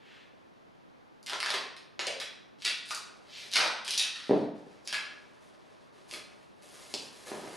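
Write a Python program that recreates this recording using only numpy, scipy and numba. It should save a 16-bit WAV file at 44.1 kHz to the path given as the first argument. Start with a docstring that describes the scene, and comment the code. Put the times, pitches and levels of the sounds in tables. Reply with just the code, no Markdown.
"""Duct tape in a kitchen

Duct tape is picked and pulled off its roll in short rips, a few metres from the microphones in a
hard-walled kitchen. Glue lets go in dense tiny slips and single snaps that the freed strip radiates.
The roll is dropped on the table and rocks to rest, its blows ringing the table top; fingers then rub the
piece onto a hollow cardboard shape, heard as grainy friction and soft bumps over a faint steady floor.
"""
import sys
import numpy as np
from scipy import signal
from scipy.fft import rfft, irfft
from scipy.io import wavfile
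from scipy.ndimage import uniform_filter1d
from numba import njit

SR = 44100
rng = np.random.default_rng(int(sys.argv[2]) if len(sys.argv) > 2 else 0)


def store_pcm(level_fs):
    """Save levels as 16-bit WAV."""
    pcm = np.round(np.clip(level_fs, -1, 1) * 32767).astype(np.int16)
    wavfile.write(sys.argv[1], SR, np.atleast_2d(pcm).T)


N = 333396
T = np.arange(N) / SR  # seconds

# All levels are relative, ahead of the body, room and microphone filters.
# steady pulls on the tape: start_s, duration_s, level_db, swell_db (over the pull),
# start_cm, end_cm (free strip)
PULLS = [ (1.262, 0.096, -39, 0.5, 4, 31), (1.441, 0.15, -37, 5.5, 19, 18.7),
         (1.995, 0.12, -42, -9, 15, 9.3), (2.2, 0.033, -36.5, -4, 5.4, 16),
         (2.586, 0.067, -54.5, 15, 5.5, 4), (2.647, 0.069, -29, -3, 5.4, 8),
         (2.855, 0.073, -44, 16, 3.7, 2.8), (3.51, 0.054, -35, 13, 3.7, 8.5),
         (3.557, .13, -29.5, -9, 7.9, 23), (3.847, 0.11, -37, 8.5, 4.4, 5),
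         (3.977, .1, -33.5, -17, 3.5, 9.8), (4.151, 0.3, -54.5, -19.5, 7.6, 5.9),
         (4.849, 0.063, -48, 16, 2.4, 8), (4.927, .045, -34, -5, 10.2, 13)]
# single snaps of glue and film: start_s, strength_db, strip_cm
SNAPS = [ (1.229, -31, 3.2), (1.263, -18.5, 4.4), (1.297, -10.5, 10), (1.333, -9.5, 16), (1.403, -8, 6.4),
         (1.429, -7, 9.8), (1.461, -4, 13.4), (1.504, -3, 14.5), (1.541, -4, 14.4), (1.766, -21, 8.2),
         (1.993, -4.5, 31), (2.069, -10, 3.7), (2.621, -17, 7), (2.651, -3.5, 5.7), (2.908, -11, 5.4),
         (2.948, -11.5, 3.34), (3.537, -7, 4), (3.558, -1, 9.1), (3.879, -7.5, 6.1), (3.908, -6, 3.7),
         (3.979, -5.5, 2.4), (4.875, -11, 5.3), (4.927, -8, 7), (6.112, -19.5, 5.2), (6.138, -15.5, 9),
         (6.940, -9, 4.2)]
# twangs of the strip pulled taut: start_s, pitch_hz, level_db
TWANGS = [(1.325, 1099, -31.5), (1.330, 448.5, -39), (1.539, 452, -33.5), (2.07, 572.5, -29),
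          (2.069, 2843, -28), (2.653, 2473, -30.5), (2.908, 1381, -30.5), (3.588, 1514, -22.5),
          (6.938, 5110, -39)]
TWANG_T60_S = .13
# colour of the cloth-backed film: frequency_hz, level_db
TAPE_COLOUR = [(40, -51), (150, -2), (350, 1.5), (600, 3.5), (850, 0.5), (1300, 0), (2500, 1), (4700, 0.5),
               (6300, -7), (8000, -13.5), (10500, -12.5), (12500, -28), (14500, -74)]
STRIP_WAVE_CM_HZ = 15700  # strip length times its lowest strong resonance
# the dying rasp behind every snap: level against the snap, fall and length
RASP_DB, RASP_FALL_DB_PER_S, RASP_S = -28.5, 388, .045
# a short strip is bright and a long one dull: treble at SHORT_CM, and its loss per doubling of length
SHORT_CM, PEEL_TREBLE_DB, SNAP_TREBLE_DB, DULLING_DB_PER_OCTAVE = 4.48, 2, 8, 6

# fingers sliding on the roll, then on tape and cardboard:
# start_s, duration_s, level_db, swell_db (over the stroke), treble_db
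STROKES = [(3.05, .25, -62, 4, -11), (3.369, 0.11, -59, -3, 8), (4.544, 1.33, -64, -3, -17),
           (5.401, 0.081, -73.5, 0, 10.5), (5.922, 0.87, -64.5, -6.5, -5.5),
           (6.077, 0.078, -55.5, 16, 10.5), (6.614, 0.45, -60, 5, 10.5), (7.099, 0.2, -57, 6.5, 6.5),
           (7.256, 0.47, -52, 2, 4)]
STROKE_ATTACK_S, STROKE_RELEASE_S = 0.0061, 0.02
# colour of sliding skin: frequency_hz, level_db
SKIN_COLOUR = [(150, -2.5), (500, 8.5), (1500, 0.5), (3000, -2), (5000, -3.5), (8000, -9), (11000, -7.5),
               (13000, -29), (15000, -36)]
# the hand brushes over the smooth side of the roll: loudest_s, half_width_s, level_db, centre_hz
BRUSHES = [(.13, 0.085, -57.5, 2270), (3.385, 0.057, -45.5, 3170)]

# the roll lands and rocks on the table: start_s, strength_db
ROLL_BLOWS = [(4.295, 3), (4.310, 9.5), (4.333, 4.5), (4.349, -4), (4.368, -10), (4.420, -7.5),
              (4.528, -29), (4.667, -24.5)]
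# colour of the roll's thud: frequency_hz, level_db
THUD_COLOUR = [(40, -18), (80, -47.5), (150, -4), (280, 1.5), (480, -0.5), (650, -2), (900, -9.5),
               (1200, -22), (2000, -27.5), (4500, -40), (8000, -76)]
# table top modes: pitch_hz, level_db, t60_s
TABLE_MODES = [(187.6, -45.5, 0.51), (244, -56.5, 0.66), (256, -64, 0.34), (297, -29, 0.49),
               (425, -30, 0.37), (498, -29, 0.23), (482, -55, 0.32), (579, -38.5, 0.3)]
# fingers bump the cardboard: start_s, strength_db
CARD_BUMPS = [(6.139, -26.5), (6.940, -11.5), (7.317, -7.5), (7.345, -21), (7.372, -13), (7.440, -15),
              (7.475, -15), (7.542, -17.5)]
# colour of the hollow cardboard: frequency_hz, level_db
CARD_COLOUR = [(50, -50), (100, -16), (160, 1), (320, 8.5), (600, 4.5), (900, 2), (1300, -7), (2500, -10),
               (6000, -79), (12000, -78)]

# first reflection, off the ceiling: delay_s, level_db
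ECHOES = [(.0082, -8)]
# decay of the kitchen: frequency_hz, t60_s
KITCHEN_T60 = [(125, 0.8), (400, 0.59), (1200, 0.71), (3000, 0.6), (6000, 0.51), (12000, 0.32)]
# side against mid of diffuse sound, narrow in the bass and nearly mono in the high treble:
# frequency_hz, level_db
WIDTH = [(60, -8), (200, -10), (360, -10), (650, -9), (1200, -6), (2200, -8.5), (4600, -13), (7000, -66),
         (12000, -47)]
# spectrum of the steady floor, mid: frequency_hz, level_db (per Hz)
AIR_MID = [(25, 5), (50, -12), (80, -6.5), (140, -1), (280, 0.5), (630, -2), (900, -4), (2000, -11),
           (4000, -16.5), (6300, -24.5), (8000, -32.5), (10500, -32), (14500, -43)]
# spectrum of the steady floor with its wide bass, side: frequency_hz, level_db (per Hz)
AIR_SIDE = [(25, -37), (50, -7), (100, -2.5), (180, 3.5), (360, 3), (650, -1.5), (1200, -5.5),
            (2200, -16.5), (4400, -29), (7000, -43), (14000, -47.5)]
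AIR_MID_DB, AIR_SIDE_DB = -62.5, -57
TOP_HZ = 14500  # upper edge of the pickup


def tape():
    """Slips and snaps take the colour of the film, too small to radiate deep bass; twangs are added."""
    peeling = through(pulls() + snaps(), body(TAPE_COLOUR))
    return peeling + highpass(twangs(), np.full(N, 250.), np.sqrt(2))


def pulls():
    """The hand peels on, harder or softer, while the length of the free strip changes."""
    out = np.zeros(N)
    for start_s, duration_s, level_db, swell_db, start_cm, end_cm in PULLS:
        progress = np.linspace(0, 1, int(duration_s * SR))
        pull_db = level_db + swell_db * (progress - .5)
        strip_cm = start_cm + (end_cm - start_cm) * progress
        add(out, start_s, peel(pull_db, strip_cm))
    return out


def peel(db, cm, slip_hz=170, stick_db=-19, jitter=.35, uneven_db=3, cracks_per_s=90, crack_db=21):
    """Glue threads break in quick uneven bursts; now and then a thick one cracks."""
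    n = len(db)
    cycle = np.cumsum(slip_hz * np.exp(jitter * wander(n, size=150))) / SR
    # the peel front jumps, sticks and jumps again; some patches hold harder than others
    grip_db = stick_db * (cycle % 1) + uneven_db * wander(n, size=220)
    threads = slips(n, rate=9000, scatter_db=5.5) * undb(grip_db)
    force = unit(wrinkles(threads))
    cracks = undb(crack_db) * (rng.random(n) < cracks_per_s / SR)
    return strip(unit(force + cracks) * undb(db), cm, PEEL_TREBLE_DB - dulling(cm))


def slips(n, rate, scatter_db):
    """Tiny stick-slip releases at random moments (rate per second), most small and a few large."""
    when = rng.random(n)
    size = np.clip(rng.standard_normal(n), -2, 2)
    sign = rng.choice([-1, 1], n)
    return unit((when < rate / SR) * undb(scatter_db * size) * sign + 1e-9)


def wrinkles(force, ripple_db=4.0, count=56):
    """Every patch of film is creased differently and favours its own narrow bands."""
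    bands_hz = np.linspace(150, 14000, count)
    ripple = ripple_db * rng.standard_normal(count)
    return through(force, body(np.c_[bands_hz, ripple], size=1024))


def strip(force, cm, treble_db, damping=0.92, roll_db=-22):
    """The free strip radiates above its resonance, lower when longer; the roll adds a little of the lows."""
    resonance_hz = np.clip(STRIP_WAVE_CM_HZ / cm, 100, SR / 5)
    lows = signal.lfilter(*signal.butter(1, 1500, fs=SR), force)
    radiated = highpass(force, resonance_hz, damping) - undb(roll_db) * lows
    return brighten(radiated, treble_db)


def dulling(cm):
    """Treble that a free strip of this length loses against one of SHORT_CM, in dB."""
    return DULLING_DB_PER_OCTAVE * np.log2(cm / SHORT_CM)


def snaps(decay_s=0.00072):
    """A whole patch of glue lets go within about a millisecond, and the peel runs on briefly behind it."""
    out = np.zeros(N)
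    t = T[:int(RASP_S * SR)]
    for start_s, strength_db, strip_cm in SNAPS:
        length_cm = np.full(len(t), float(strip_cm))
        # every sample has a random sign under the dying envelope
        force = rng.choice([-1, 1], len(t)) * np.exp(-t / decay_s)
        force = undb(strength_db) * force / np.linalg.norm(force)
        add(out, start_s, strip(force, length_cm, SNAP_TREBLE_DB - dulling(strip_cm)))
        rasp_db = strength_db + RASP_DB - RASP_FALL_DB_PER_S * t
        add(out, start_s, peel(rasp_db, length_cm))
    return out


def twangs(width=0.179):
    """The taut strip flutters on around one resonance, blurred by its changing tension."""
    out = np.zeros(N)
    t = T[:SR // 4]
    for start_s, pitch_hz, level_db in TWANGS:
        tension = 1 + width * wander(len(t), size=int(2 * SR / pitch_hz))
        phase = 2 * np.pi * np.cumsum(pitch_hz * tension) / SR
        decay = np.exp(-np.log(1000) * t / TWANG_T60_S)
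        add(out, start_s, undb(level_db) * decay * np.sin(phase))
    return out


def fingers(catch_db=1.7):
    """Skin slides with a fine grainy hiss of its own treble per stroke, catching unevenly along the way."""
    grain = through(slips(N, rate=4000, scatter_db=8.5), body(SKIN_COLOUR))
    grain = unit(grain * undb(catch_db * wander(N, size=1500)))
    out = np.zeros(N)
    for start_s, duration_s, level_db, swell_db, treble_db in STROKES:
        t = T[:int((duration_s + STROKE_RELEASE_S) * SR)]
        rise, release = t / STROKE_ATTACK_S, (t[-1] - t) / STROKE_RELEASE_S
        contact = np.clip(np.minimum(rise, release), 0, 1)
        patch = np.roll(grain, -int(start_s * SR))[:len(t)]
        stroke_db = level_db + swell_db * (t / duration_s - .5)
        add(out, start_s, contact * undb(stroke_db) * brighten(patch, treble_db, edge_hz=5250))
    return out


def brushes(ratio=1.54):
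    """The hand on the roll's side makes a soft grainy swish, a band of tiny slips that swells and fades."""
    out = np.zeros(N)
    for loudest_s, half_width_s, level_db, centre_hz in BRUSHES:
        edges_hz = [centre_hz / ratio, centre_hz * ratio]
        band = signal.butter(2, edges_hz, "bandpass", fs=SR, output="sos")
        swish = unit(signal.sosfilt(band, slips(N, rate=5000, scatter_db=4.5)))
        swell = np.exp(-((T - loudest_s) / half_width_s) ** 2 / 2)
        out += undb(level_db) * swell * swish
    return out


def blows(table):
    """One single-sample push for each blow of the roll or bump of the fingers."""
    force = np.zeros(N)
    for start_s, strength_db in table:
        add(force, start_s, undb([strength_db]))
    return force


def table_ring(force):
    """The table top hums on in its low modes; the soft edge of the roll drives only these."""
    t = T[:SR]
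    soft_edge = signal.butter(2, [140, 800], "bandpass", fs=SR, output="sos")
    push = signal.sosfilt(soft_edge, force)
    ring = np.zeros(SR)
    for pitch_hz, level_db, t60_s in TABLE_MODES:
        ring += undb(level_db - 60 * t / t60_s) * np.sin(2 * np.pi * pitch_hz * t)
    return through(push, ring)


def kitchen(x, direct_db=-3.5, wet_db=-2, turn_hz=7, count=4):
    """Direct sound, the ceiling reflection and the diffuse ring, as mid and side."""
    early = np.zeros(SR // 20)
    early[0] = 1
    for delay_s, level_db in ECHOES:
        add(early, delay_s, undb([level_db]))
    mid, side = undb(direct_db) * through(x, early), 0
    # the moving hands and tape aim the sound along different paths round the room, here in a steady cycle
    offsets = np.pi * np.arange(count)[:, None] / count
    aims = np.cos(2 * np.pi * turn_hz * T - offsets) ** 4
    for aim in aims / np.linalg.norm(aims, axis=0):
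        mid = mid + undb(wet_db) * through(x * aim, tail())
        side = side + undb(wet_db) * through(x * aim, spread(tail()))
    return mid, side


def tail(count=16, build_s=0.002):
    """Diffuse ring of the kitchen: noise that builds up quickly and dies band by band."""
    t, f = T[:SR], np.arange(SR // 2 + 1)  # one second, so the bins are 1 Hz apart
    noise = rfft(rng.standard_normal(SR))
    edges_hz = np.geomspace(30, SR / 2, count + 1)
    out = np.zeros(SR)
    for low_hz, high_hz in zip(edges_hz, edges_hz[1:]):
        band = irfft(noise * (f >= low_hz) * (f < high_hz))
        t60_s = along(np.sqrt(low_hz * high_hz), KITCHEN_T60)
        out += band * np.exp(-np.log(1000) * t / t60_s)
    out = out * (1 - np.exp(-(t / build_s) ** 2))
    return out / np.linalg.norm(out)


def spread(diffuse):
    """Side signal of diffuse sound, set band by band by WIDTH."""
    size = 2 * len(diffuse)
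    gain = undb(along(np.fft.rfftfreq(size, 1 / SR), WIDTH))
    return irfft(rfft(diffuse, size) * gain)[:len(diffuse)]


def air(spectrum, db):
    """Steady faint noise of room and microphones."""
    return undb(db) * unit(through(rng.standard_normal(N), body(spectrum, size=8192)))


def undb(db):
    """Decibels to gain."""
    return 10 ** (np.asarray(db) / 20)


def unit(x):
    """Scale to rms 1."""
    return x / np.sqrt(np.mean(x ** 2))


def along(hz, points):
    """Read (frequency_hz, value) points on a log-frequency axis."""
    f, value = np.transpose(points)
    return np.interp(np.log(hz + 1), np.log(f), value)


def add(track, s, x):
    """Mix x into the track at time s."""
    i = max(int(s * SR), 0)
    track[i:i + len(x)] += x[:max(N - i, 0)]


def through(x, response):
    """Pass a sound through an impulse response."""
    return signal.fftconvolve(x, response)[:len(x)]


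def body(points, size=2048):
    """Causal (minimum-phase) impulse response of unit energy, shaped like the given spectrum."""
    cepstrum = irfft(np.log(undb(along(np.fft.rfftfreq(size, 1 / SR), points))))
    # fold the cepstrum forward in time
    cepstrum[1:size // 2] *= 2
    cepstrum[size // 2 + 1:] = 0
    response = irfft(np.exp(rfft(cepstrum)))
    return response / np.linalg.norm(response)


def brighten(x, db, edge_hz=7000):
    """Raise or lower the treble."""
    low = signal.lfilter(*signal.butter(1, edge_hz, fs=SR), x)
    return low + undb(db) * (x - low)


@njit
def highpass(x, hz, damping):
    """Resonant state-variable high-pass whose edge may move sample by sample."""
    y = np.empty(len(x))
    band_state, low_state = 0., 0.
    for i in range(len(x)):
        g = np.tan(np.pi * hz[i] / SR)
        band = (band_state + g * (x[i] - low_state)) / (1 + g * (g + damping))
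        low = low_state + g * band
        band_state = 2 * band - band_state
        low_state = 2 * low - low_state
        y[i] = x[i] - damping * band - low
    return y


def wander(n, size):
    """Smoothed noise of rms 1, averaged over size samples."""
    return unit(uniform_filter1d(rng.standard_normal(n), size=size))


def scene():
    """Tape, hands, roll and cardboard sound in the kitchen; the table hum joins dry in the middle."""
    landing = blows(ROLL_BLOWS)
    thud = undb(-3) * through(landing, body(THUD_COLOUR))
    cardboard = through(blows(CARD_BUMPS), body(CARD_COLOUR))
    mid, side = kitchen(tape() + fingers() + brushes() + thud + cardboard)
    mid = mid + undb(-3.0) * table_ring(landing) + air(AIR_MID, AIR_MID_DB)
    side = side + air(AIR_SIDE, AIR_SIDE_DB)
    return np.array([mid + side, mid - side])  # left, right


def record(dry):
    """The microphone pickup thins the deep bass and cuts the top."""
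    thin = signal.sosfilt(signal.butter(2, 55, "highpass", fs=SR, output="sos"), dry)
    return signal.sosfilt(signal.ellip(8, .2, 70, TOP_HZ, fs=SR, output="sos"), thin)


dry = scene()
out = record(dry)
store_pcm(out)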